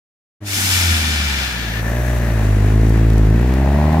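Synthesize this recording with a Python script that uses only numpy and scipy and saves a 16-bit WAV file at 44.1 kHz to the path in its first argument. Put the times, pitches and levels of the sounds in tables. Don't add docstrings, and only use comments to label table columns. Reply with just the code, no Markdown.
import sys
import numpy as np
from scipy import signal
from scipy.fft import rfft, irfft
from scipy.io import wavfile
from scipy.ndimage import uniform_filter1d

SR = 44100
rng = np.random.default_rng(int(sys.argv[2]) if len(sys.argv) > 2 else 0)


def transcribe(signal):
    frames = np.atleast_2d(signal).T
    limited = np.clip(frames, -1, 1)
    pcm = np.round(limited * 32767).astype(np.int16)
    wavfile.write(sys.argv[1], SR, pcm)


N = 176400

START_S, FADE_S = 0.404, 0.025
TOP_HZ = 15700

# time in seconds, firings per second.
ENGINE_SPEED = [(.4, 103.5), (.5, 99), (.6, 96.5), (.7, 93.4), (.9, 83.3), (1.2, 73.2), (1.4, 66.2),
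                (1.66, 55.4), (1.8, 54.9), (2.0, 60.7), (2.1, 60.8), (2.29, 57.4), (2.45, 52), (2.62, 51),
                (2.82, 55), (3.03, 55.6), (3.29, 52.8), (3.48, 63.8), (3.62, 66.6), (3.8, 74), (4, 81)]

# frequency in Hz, left minus right in dB.
STEREO_LEAN = [(60, 0.6), (300, 0), (800, 0.6), (1250, 2.5), (1900, 8), (2400, 5.5), (3300, 2),
               (4400, -0.5), (6000, 4.5), (7000, 6), (8700, -0.5), (11500, 0.5), (13600, 6), (15500, -2)]
# frequency in Hz, correlation from 0 to 1.
STEREO_LIKENESS = [(60, .965), (125, .94), (250, .7), (600, .6), (1000, .6), (2000, .45), (4000, .3),
                   (8000, .15)]
AIR_LAG_S, CAR_LAG_S = 0.00018, -0.000048

# time in seconds, whirr level in dB, treble hiss level in dB.
ROLL_LEVELS = [(.42, -42, -52), (1.2, -43.5, -40), (1.85, -29.5, -38), (2.25, -28.5, -38),
               (2.6, -29.5, -40), (3.05, -30, -42), (3.3, -31, -44), (3.6, -28, -44.5), (4, -28.5, -47)]
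# frequency in Hz, gain in dB.
WHIRR_TONE = [(400, 2), (700, -1.5), (1030, -3.5), (1300, -5), (1580, -3), (1900, -0.5), (2150, -7),
              (2550, -8), (3100, -15), (3800, -15.5), (4800, -19), (8000, -26)]
# frequency in Hz, gain in dB.
HISS_TONE = [(2500, 5), (4000, -3.5), (5200, -5), (5950, 3), (6500, -2.5), (7100, 2), (8300, -3.5),
             (9500, -1), (10200, 0.5), (10900, -5), (12500, -6), (13500, -4), (14400, -19), (15700, -40)]
# time in seconds, gain above DULL_HZ in dB.
HISS_DULLING = [(2.3, 0), (3.1, -2), (4, -4.5)]
DULL_HZ = 8000
# frequency in Hz, width in Hz, gain in dB.
BAY_MODES = [(1685, 46, 3.5), (1764, 44, 5), (1970, 70, -7), (5950, 160, -12), (13200, 560, -14.5)]
# time in seconds, level in dB.
BAY_LEVEL = [(.42, -65), (1.3, -33), (1.75, -31.5), (2.3, -36), (2.6, -50), (4, -53)]
ROLL_THROB = 0.11

# time in seconds, level in dB, left minus right in dB.
GRIT_SNAPS = [(2.896, -29, 3.5), (3.102, -29.5, .5), (3.133, -30, 2), (3.181, -28, 3), (3.301, -34, 2.5),
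              (3.539, -28.5, 1.5), (3.747, -39, 3), (3.926, -34, 2)]
# frequency in Hz, gain in dB.
GRIT_TONE = [(800, -10), (2000, -3), (4800, 1), (9000, -4), (14000, -3), (16000, -8)]
GRIT_DECAY_S, FINE_GRIT_DB = 0.0018, -45
GRIT_FROM_S, GRIT_SPAN_S = 2.6, 1.4

# time in seconds, body level in dB, treble level in dB.
AIR_LEVELS = [(.41, -71, -78), (.47, -32, -30.5), (.55, -25.5, -23), (.72, -21, -21), (.95, -21.5, -27),
              (1.2, -23.5, -33), (1.44, -24, -37.5), (1.54, -28, -41), (1.8, -32, -69), (1.85, -62, -67),
              (2.0, -80, -74)]
# frequency in Hz, gain in dB.
AIR_TONE = [(410, -45), (700, -3), (839, -5), (1060, -9.5), (1410, -0.5), (2000, -1), (2280, 2.5),
            (2460, 0.5), (3490, -1), (4640, -7), (5080, -6.5), (7120, -15), (7600, -15.5), (14000, -20.5),
            (15500, -28.5)]
# frequency in Hz, width in Hz, gain in dB.
DUCT_MODES = [(1462, 30, -3), (1790, 70, -6), (2330, 45, 0), (2585, 30, -6), (2776, 20, -6), (2940, 25, -6),
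              (3395, 15, -3), (3517, 35, -2), (4149, 24, -4), (4450, 24, -6)]
# frequency in Hz, width in Hz, gain in dB.
VALVE_WHISTLES = [(5170, 18, 0), (6180, 40, -9), (7050, 200, -13)]
AIR_SPLIT_HZ, AIR_THROB = 6780, 0.083
DUCT_DB, WHISTLE_DB = -4, -6.5

# time in seconds, firing tone in dB, its octave in dB, its twelfth in dB.
BOOM_LEVELS = [(.42, -29, -40, -42), (.6, -27, -43, -47), (.75, -20.5, -42, -44), (.91, -15, -41, -42),
               (.99, -19.5, -41, -36), (1.38, -22.5, -36, -38), (1.5, -29, -36, -42),
               (1.75, -24.5, -26.5, -31.5), (2.0, -18.3, -23, -32), (2.25, -17.7, -21.5, -29),
               (2.52, -15.7, -16.5, -28), (2.78, -13.5, -15, -24), (3.0, -12.8, -16.3, -22),
               (3.3, -12.7, -15.3, -21), (3.47, -15, -22, -21), (3.75, -15, -21, -24),
               (4, -15.3, -16, -24.5)]
# time in seconds, putter level in dB, growl level in dB, rasp level in dB.
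PIPE_LEVELS = [(.42, -42, -50, -58), (1.0, -45, -52, -52), (1.55, -43, -50, -56), (1.8, -35, -39, -54),
               (1.97, -30, -29, -54), (2.3, -27.5, -30.5, -52), (2.6, -24, -39, -50), (3.0, -21, -40, -46),
               (3.3, -21.5, -38, -45), (3.57, -21.5, -32, -37), (3.65, -23.5, -31, -27.5),
               (4, -23, -29, -24)]
# frequency in Hz, width in Hz, gain in dB.
SILENCER_MODES = [(210, 50, 3), (262, 60, 1.5), (330, 60, -2), (405, 70, -9)]
# frequency in Hz, width in Hz, gain in dB.
GROWL_MODES = [(500, 70, -10), (590, 60, 0)]
# frequency in Hz, width in Hz, gain in dB.
TAILPIPE_MODES = [(658, 110, 7.5), (797, 43, 3.5), (1000, 49, -12)]
CYLINDER_LEVELS = [0.95, -1, 0.59, -0.53]
# time in seconds, level in dB.
RUMBLE_LEVEL = [(.42, -48), (.58, -30), (1.0, -30), (1.5, -33), (2.0, -31.5), (2.6, -28), (3.2, -27.5),
                (4, -28)]
# frequency in Hz, gain in dB.
RUMBLE_TONE = [(20, 0), (40, -4), (62, -2), (130, -3), (180, 0), (220, 4), (270, -3), (330, -8), (450, -16),
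               (580, -15), (850, -15), (1100, -22), (2500, -45)]
PUTTER_TOP_HZ, GROWL_TOP_HZ, RASP_TOP_HZ = 560, 720, 1120
PUTTER_SCATTER_DB, RASP_SCATTER_DB, JITTER_S = 0.9, 1.3, 0.0001
RASP_GAS, RASP_LOPE = 1.0, 0.27
PUFF_DECAY_S, RUMBLE_THROB = 0.0043, 0.29


def undb(db):
    return 10 ** (np.asarray(db) / 20)


def unit(x):
    return x / np.sqrt(np.mean(x ** 2))


def curve(table, axis=1):
    rows = np.array(table, float)
    return np.interp(np.arange(N) / SR, rows[:, 0], rows[:, axis])


def bins():
    return np.maximum(np.arange(N // 2 + 1) * SR / N, 1)


def across(points):
    rows = np.array(points, float)
    return np.interp(np.log(bins()), np.log(rows[:, 0]), rows[:, 1])


def colour(x, points):
    return irfft(rfft(x) * undb(across(points)), N)


def ring(x, modes):
    f = bins()
    response = sum(undb(db) / (1 + 1j * (f * f - hz * hz) / (f * width)) for hz, width, db in modes)
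    return irfft(rfft(x) * response, N)


def cut(x, hz, kind, order=4):
    return signal.sosfilt(signal.butter(order, hz, kind, fs=SR, output="sos"), x)


def walk(rate):
    k = int(SR / rate)
    steps = np.repeat(rng.standard_normal(N // k + 1), k)
    smooth = uniform_filter1d(uniform_filter1d(steps, k), k)
    return unit(smooth[:N])


def noise():
    like = np.clip(across(STEREO_LIKENESS), -1, 1)
    mid, side = rfft(rng.standard_normal((2, N)))
    mid, side = mid * np.sqrt(1 + like), side * np.sqrt(1 - like)
    return unit(irfft(np.array([mid + side, mid - side]), N))


def throb(turn, depth):
    return 1 + depth * np.cos(2 * np.pi * turn)


def rolling(turn):
    whirr = unit(colour(noise(), WHIRR_TONE)) * undb(curve(ROLL_LEVELS) + 1.0 * walk(24.96))
    hiss = unit(colour(noise(), HISS_TONE)) * undb(curve(ROLL_LEVELS, axis=2) + 1.0 * walk(25.03))
    hiss_top = irfft(rfft(hiss) * (bins() > DULL_HZ), N)
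    dulled_hiss = hiss - hiss_top * (1 - undb(curve(HISS_DULLING)))
    bay = unit(ring(noise(), BAY_MODES)) * undb(curve(BAY_LEVEL))
    return (whirr + dulled_hiss + bay) * throb(turn, ROLL_THROB)


def grit():
    t, env = np.arange(N) / SR, np.zeros((2, N))
    chance = rng.random(size=(24, 2))
    fine = [(GRIT_FROM_S + GRIT_SPAN_S * a, FINE_GRIT_DB + 6 * b, 2) for a, b in chance]
    for when, db, pan_db in list(GRIT_SNAPS) + fine:
        decay = (t >= when) * np.exp(-np.clip((t - when) / GRIT_DECAY_S, 0, 20))
        env += undb([[db + pan_db / 2], [db - pan_db / 2]]) * decay
    return env * unit(colour(noise(), GRIT_TONE))


def intake(turn):
    jet = colour(noise(), AIR_TONE)
    jet_body = unit(cut(cut(jet, AIR_SPLIT_HZ, "low"), 710, "high"))
    body = jet_body + undb(DUCT_DB) * unit(ring(noise(), DUCT_MODES))
    treble = unit(cut(jet, AIR_SPLIT_HZ, "high"))
    body_db, treble_db = curve(AIR_LEVELS), curve(AIR_LEVELS, axis=2)
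    whistle = undb(WHISTLE_DB + (body_db + treble_db) / 2) * unit(ring(noise(), VALVE_WHISTLES))
    flutter = throb(turn, AIR_THROB) * undb(0.5 * walk(29.97))
    return flutter * (body * undb(body_db) + treble * undb(treble_db) + whistle)


def firings(turn, scatter_db):
    at = np.flatnonzero(np.diff(np.floor(turn)))
    chance = rng.standard_normal((len(at), 2))
    shift = np.round(JITTER_S * SR * chance[:, 0]).astype(int)
    out = np.zeros(N)
    where = np.clip(at + shift, 0, N - 1)
    out[where] = undb(np.resize(CYLINDER_LEVELS, len(at)) + scatter_db * chance[:, 1])
    return out


def exhaust_boom(turn):
    boom = np.zeros(N)
    for k in (1, 2, 3):
        level = undb(curve(BOOM_LEVELS, axis=k) + 0.66 * walk(27))
        boom += np.sqrt(2) * level * np.cos(2 * np.pi * k * turn)
    return boom


def exhaust_rasp(turn):
    pulses = firings(turn, RASP_SCATTER_DB) * (1 + RASP_LOPE * np.cos(np.pi * turn))
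    puff = signal.lfilter([1], [1, -np.exp(-1 / (PUFF_DECAY_S * SR))], pulses) * noise()
    tailpipe = ring(unit(pulses) + RASP_GAS * unit(puff), TAILPIPE_MODES)
    return unit(cut(cut(tailpipe, 520, "high", order=2), RASP_TOP_HZ, "low", order=8))


def exhaust(turn):
    boom = exhaust_boom(turn)
    pulses = firings(turn, PUTTER_SCATTER_DB)
    putter = unit(cut(cut(ring(pulses, SILENCER_MODES), 175, "high"), PUTTER_TOP_HZ, "low"))
    growl = unit(cut(cut(ring(pulses, GROWL_MODES), 320, "high", order=2), GROWL_TOP_HZ, "low"))
    rasp = exhaust_rasp(turn)
    rumble = unit(colour(noise(), RUMBLE_TONE)) * throb(turn, RUMBLE_THROB)
    pipes = sum(part * undb(curve(PIPE_LEVELS, axis=k)) for k, part in enumerate([putter, growl, rasp], 1))
    return boom + pipes + rumble * undb(curve(RUMBLE_LEVEL))


def ports(x, lag_s):
    half = np.array([[1], [-1]]) / 2
    sides = undb(half * across(STEREO_LEAN))
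    even_power = sides / np.sqrt(np.mean(sides ** 2, axis=0))
    delay = np.exp(-2j * np.pi * half * bins() * lag_s)
    return irfft(rfft(x) * delay * even_power, N)


def scene():
    turn = np.cumsum(curve(ENGINE_SPEED) * (1 + 0.0013 * walk(14))) / SR
    car = ports(rolling(turn) + exhaust(turn), CAR_LAG_S)
    air = ports(intake(turn), AIR_LAG_S)
    return car + air + grit()


def record(dry):
    fade = np.clip((np.arange(N) / SR - START_S) / FADE_S, 0, 1)
    bass_cut = cut(dry * fade, 38, "high")
    return signal.sosfilt(signal.ellip(10, 0.2, 80, TOP_HZ, fs=SR, output="sos"), bass_cut)


dry = scene()
out = record(dry)
transcribe(out)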